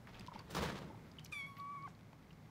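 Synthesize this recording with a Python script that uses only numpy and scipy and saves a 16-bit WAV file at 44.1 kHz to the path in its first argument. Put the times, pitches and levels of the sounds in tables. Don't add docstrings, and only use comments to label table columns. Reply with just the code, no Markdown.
import sys
import numpy as np
from scipy import signal
from scipy.fft import rfft, irfft
from scipy.io import wavfile
from scipy.ndimage import uniform_filter1d

SR = 44100
rng = np.random.default_rng(int(sys.argv[2]) if len(sys.argv) > 2 else 0)


def generate_wav(sig):
    pcm = np.round(np.clip(np.atleast_2d(sig).T, -1, 1) * 32767).astype(np.int16)
    wavfile.write(sys.argv[1], SR, pcm)


N = 110250
T = np.arange(N) / SR


def meow():
    # time_s, pitch_hz
    tune = [(1.315, 1266), (1.344, 1177), (1.42, 1105), (1.452, 1097), (1.466, 1126), (1.55, 1102),
            (1.6, 1135), (1.65, 1123), (1.708, 1144), (1.721, 1160), (1.75, 1119), (1.763, 1155),
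            (1.778, 1112), (1.794, 1093), (1.808, 1112), (1.835, 1115), (1.857, 1153), (1.87, 1030)]
    # time_s, level_db, opening (0 to 1), brightness_db_per_octave
    mouth = [(1.32, -68, 0.9, 1), (1.325, -37.5, 1, 0), (1.365, -42, 0.98, 1.5), (1.41, -41, 1, -0.5),
             (1.453, -41, 0.97, -9.5), (1.467, -47, 0.83, 1), (1.5, -49.5, 0.32, 5.5), (1.565, -59, 0.2, 8),
             (1.6, -49, 0.01, 8.5), (1.72, -47.5, 0.06, -12), (1.768, -47, 0.1, -3),
             (1.809, -49, 0.32, -16), (1.857, -46.5, 0.01, -9), (1.876, -53, 0.42, 1)]
    # pitch_hz, gain_db
    open_tone = [(1130, -21.5), (2300, -5.5), (3450, -17), (4600, -30), (5700, -33.5), (7200, -39),
                 (8300, -41), (10000, -41.5), (12500, -43), (15000, -56)]
    # pitch_hz, gain_db
    shut_tone = [(1130, 1), (2260, -18.5), (3400, -36.5), (4600, -41), (7000, -57), (11000, -63),
                 (15000, -66)]
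    # pitch_hz, gain_db
    rasp_tone = [(700, -30), (1500, 6), (2500, -9), (3200, -0.5), (6000, -7.5), (10000, -9), (12000, -22),
                 (15000, -29)]
    rasp_db, catch_db, catch_s = -32.5, -58, 0.016
    ring_start_hz, climb_hz, climb_s, ring_width_hz, ring_db = 8740, 3600, 0.12, 850, 12
    age = np.maximum(T - mouth[0][0], 0)
    catch = np.exp(-age / catch_s)
    hz = curve(tune) * (1 + (0.0057 + 0.008 * catch) * wobble(590))
    phase = 2 * np.pi * np.cumsum(hz) / SR
    opening, brightness = np.clip(curve(mouth, column=2), 0, 1), curve(mouth, column=3)
    ring_hz = ring_start_hz + climb_hz * (1 - np.exp(-age / climb_s))
    voice = 0
    for k in range(1, 14):
        db = opening * gain_at(open_tone, k * hz) + (1 - opening) * gain_at(shut_tone, k * hz)
        db += brightness * np.log2(max(k / 2, 1))
        db += ring_db / (1 + ((k * hz - ring_hz) / ring_width_hz) ** 2)
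        db += 0.9 * np.sqrt(k) * wobble(210)
        voice += np.sqrt(2) * undb(db) * np.sin(k * phase)
    rasp = colour(rng.standard_normal(N), rasp_tone) * (1 + np.cos(phase) / 2)
    cry = (voice + undb(rasp_db) * rasp) * undb(curve(mouth))
    return (cry + undb(catch_db) * catch * rasp) * gate(mouth, edge_s=0.0022)


def clicks():
    # start_s, level_db, pitch_hz, width_hz, fade_s
    smacks = [(0.072, -49, 1150, 900, .005), (0.145, -59.5, 2850, 900, 0.023),
              (.196, -50.5, 4540, 4400, 0.0015), (0.2088, -46, 3240, 1680, 0.0017),
              (.265, -53, 3630, 2000, .0015), (.2735, -49.5, 3770, 2120, 0.0015),
              (.283, -64, 4470, 2500, .001), (0.337, -57, 3620, 1200, 0.0041),
              (0.391, -58.5, 4400, 1480, 0.0056), (0.394, -49, 1600, 900, 0.0012),
              (1.116, -59.5, 4860, 1600, 0.0022), (1.194, -51, 2480, 1970, 0.0039),
              (1.203, -63, 2500, 2000, .002), (1.244, -58.5, 12300, 5000, 0.006),
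              (1.2479, -50, 6100, 2000, 0.0021), (1.258, -44, 2520, 1180, 0.001),
              (1.2615, -53, 4230, 2510, 0.0031), (1.383, -64, 14500, 2500, .004),
              (1.568, -58.5, 2220, 1590, 0.017), (1.582, -64.5, 14300, 2500, 0.0044),
              (1.599, -59, 4200, 1350, 0.0037), (1.825, -57, 4100, 900, 0.0014),
              (1.884, -71, 5500, 4000, 0.028), (1.95, -65, 4000, 1500, 0.0021),
              (2.1303, -59.5, 3000, 2000, 0.0017), (2.131, -56, 695, 596, 0.0049),
              (2.3058, -59, 2880, 800, 0.0049), (2.329, -61, 4340, 1600, 0.0021)]
    snap_db = -19
    out = np.zeros(N)
    for start, db, hz, width, fade_s in smacks:
        noise = rng.standard_normal(N)
        ring = unit(resonate(resonate(noise, hz, width), hz, 2 * width))
        out += undb(db) * burst(start, fade_s) * (ring + undb(snap_db) * noise)
    return out


def squeaks():
    # start_s, length_s, pitch_hz, level_db
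    sucks = [(.195, 0.0045, 4820, -48), (0.281, .014, 980, -44), (0.316, 0.0084, 1018, -44.5),
             (0.324, 0.0072, 930, -48), (.358, 0.0069, 900, -42.5), (0.389, 0.013, 4580, -55.5),
             (0.401, 0.0094, 1040, -53), (0.898, 0.021, 880, -53.5), (0.943, 0.0092, 850, -54),
             (1.185, 0.006, 3025, -44.5), (1.873, 0.0092, 1534, -54.5), (1.875, 0.0083, 800, -51)]
    chirps = sum(undb(db) * blip(start, length, hz, glide=-0.11) for start, length, hz, db in sucks)
    return chirps * (1 + 0.3 * wobble(1000))


def brush():
    # time_s, level_db
    fur_level = [(.47, -69), (.505, -54.5), (.545, -56), (.549, -41), (.582, -40), (.614, -45),
                 (.627, -41.5), (.66, -46), (.71, -47.5), (.79, -52.5), (.81, -60), (.87, -60.5),
                 (.97, -80), (1.04, -94)]
    # pitch_hz, gain_db
    fur_tone = [(150, -14), (250, -5.5), (448, -5), (488, -4.5), (675, -9), (935, -6.5), (1090, -7.5),
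                (1990, -13), (2700, -17), (3680, -16.5), (15000, -44)]
    # time_s, level_db
    hair_level = [(.495, -89), (.506, -54), (.535, -62), (.555, -49), (.61, -61), (.63, -50), (.68, -68),
                  (.783, -85), (.79, -55.5), (.8, -94)]
    # pitch_hz, gain_db
    hair_tone = [(3000, 7), (6000, 4.5), (12500, -3), (15500, 1.5)]
    # time_s, level_db
    bump_level = [(.49, -58), (.55, -52), (.578, -44.5), (.61, -42.5), (.64, -45), (.72, -48.5),
                  (.8, -53.5), (.92, -61.5)]
    # pitch_hz, gain_db
    bump_tone = [(25, -32), (50, -17), (72, 2.5), (95, -12), (155, 0), (215, 0), (280, -18), (500, -13),
                 (1500, -72)]
    slips_per_s, spread_db, flutter_db = 3000, -0.5, 1.9
    rustle = colour(grains(slips_per_s, spread_db), fur_tone)
    rustle *= undb(curve(fur_level) + flutter_db * wobble(60)) * gate(fur_level, edge_s=0.025)
    hiss = colour(grains(slips_per_s, spread_db), hair_tone)
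    hiss *= undb(curve(hair_level)) * gate(hair_level, edge_s=0.01)
    bump = colour(rng.standard_normal(N), bump_tone)
    bump *= undb(curve(bump_level)) * gate(bump_level, edge_s=0.055)
    return rustle + hiss + bump


def snags():
    # start_s, level_db, fade_s
    tufts = [(0.55, -39, 0.0068), (0.567, -42.5, 0.013), (.585, -46, .004), (.787, -51, .004)]
    # pitch_hz, gain_db
    crunch_tone = [(150, -12), (500, -6), (900, 3), (2100, 0), (2800, -16), (4500, -6), (7500, -17),
                   (15000, -39)]
    loudness = sum(undb(db) * burst(start, fade_s) for start, db, fade_s in tufts)
    return loudness * colour(grains(per_s=3000, spread_db=2.6), crunch_tone)


def thuds():
    # start_s, length_s, pitch_hz, level_db
    knocks = [(.195, .035, 200, -50), (.348, .024, 190, -47), (.627, .02, 490, -40), (1.84, .045, 155, -52)]
    return sum(undb(db) * blip(start, length, hz, glide=-0.19) for start, length, hz, db in knocks)


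def drag():
    # time_s, level_db
    scuff_level = [(.64, -80), (.71, -58), (.8, -55.5), (.87, -57.5), (.95, -64.5), (1.05, -67)]
    # pitch_hz, gain_db
    scuff_tone = [(150, -10), (300, 7), (470, 5.5), (650, -3.5), (900, -3), (1400, -11), (3000, -49)]
    scuff = colour(grains(per_s=1600, spread_db=4.6), scuff_tone)
    return scuff * undb(curve(scuff_level)) * gate(scuff_level, edge_s=0.029)


def cloth():
    # start_s, length_s, level_db
    stirs = [(0.064, 0.061, -60), (0.11, 0.1, -57.5), (0.175, 0.11, -61.5), (0.328, 0.044, -53.5),
             (0.356, 0.077, -58), (1.033, 0.071, -64.5), (1.19, 0.1, -72.5), (1.861, 0.047, -62.5)]
    # pitch_hz, gain_db
    cloth_tone = [(200, 15.5), (800, 9), (2600, 3.5), (5500, -5.5), (9000, -25), (15000, -23)]
    swell = sum(undb(db) * np.sin(np.pi * progress(start, length)) for start, length, db in stirs)
    rustle = colour(grains(per_s=3000, spread_db=3.9), cloth_tone)
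    ticks = colour(grains(per_s=160, spread_db=4), cloth_tone)
    return swell * rustle + undb(-75) * ticks


def room(x):
    # pitch_hz, gain_db
    echo_tone = [(200, -4), (2500, 6.5), (12000, 3.5)]
    echo_s, echo_db = 0.36, -15.5
    fade = np.exp(-np.log(1000) * T / echo_s) * (T > 0.004)
    tail = colour(rng.standard_normal(N), echo_tone) * fade
    tail /= np.sqrt(np.sum(tail ** 2))
    return x + undb(echo_db) * signal.fftconvolve(x, tail)[:N]


def rumble():
    # pitch_hz, gain_db
    room_tone = [(25, -46), (42, -3), (56, -14.5), (73, -1.5), (88, -7), (110, 5), (130, -2), (152, 4.5),
                 (190, -2.5), (240, -5.5), (368, -13.5), (614, -17), (895, -16.5), (1450, -22),
                 (1850, -24.5), (2130, -20.5), (2600, -30.5), (3830, -32), (5580, -35), (9000, -41.5),
                 (15500, -42.5)]
    # time_s, level_db
    room_level = [(0, -56.5), (.3, -56.5), (1.0, -56), (1.6, -58.5), (2.1, -59), (2.5, -58)]
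    return colour(rng.standard_normal(N), room_tone) * undb(curve(room_level))


def undb(db):
    return 10 ** (np.asarray(db) / 20)


def unit(x):
    return x / np.sqrt(np.mean(x ** 2) + 1e-30)


def curve(rows, column=1):
    rows = np.array(rows)
    return np.interp(T, rows[:, 0], rows[:, column])


def gate(rows, edge_s):
    outside_s = np.maximum(rows[0][0] - T, 0) + np.maximum(T - rows[-1][0], 0)
    return np.exp(-outside_s / edge_s)


def gain_at(tone, hz):
    tone = np.array(tone)
    return np.interp(np.log(np.maximum(hz, 1)), np.log(tone[:, 0]), tone[:, 1])


def colour(x, tone):
    hz = np.arange(N // 2 + 1) * SR / N
    return unit(irfft(rfft(x) * undb(gain_at(tone, hz)), N))


def resonate(x, hz, width_hz):
    return signal.lfilter(*signal.iirpeak(min(hz, SR / 2 - 1), hz / width_hz, fs=SR), x)


def wobble(rate_hz):
    span = int(SR / rate_hz)
    smoothed = uniform_filter1d(rng.standard_normal(N), span, mode="wrap")
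    return unit(uniform_filter1d(smoothed, span, mode="wrap"))


def grains(per_s, spread_db):
    size = undb(spread_db * np.minimum(rng.exponential(size=N), 4))
    return (rng.random(N) < per_s / SR) * size * rng.choice([-1, 1], N)


def burst(start_s, fade_s):
    return (T >= start_s) * np.exp(-np.abs(T - start_s) / fade_s)


def progress(start_s, length_s):
    return np.clip((T - start_s) / length_s, 0, 1)


def blip(start_s, length_s, hz, glide):
    done = progress(start_s, length_s)
    sliding_hz = hz * (1 + glide * (done - 0.5)) * (done > 0)
    return np.sin(np.pi * done) * np.sin(2 * np.pi * np.cumsum(sliding_hz) / SR)


def scene():
    kittens = room(meow() + squeaks() + clicks() + cloth())
    return (kittens + brush() + drag() + thuds() + rumble() + snags())[None]


def record(dry):
    top_hz = 15650
    return signal.sosfilt(signal.ellip(10, 0.2, 70, top_hz, fs=SR, output="sos"), dry)


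dry = scene()
out = record(dry)
generate_wav(out)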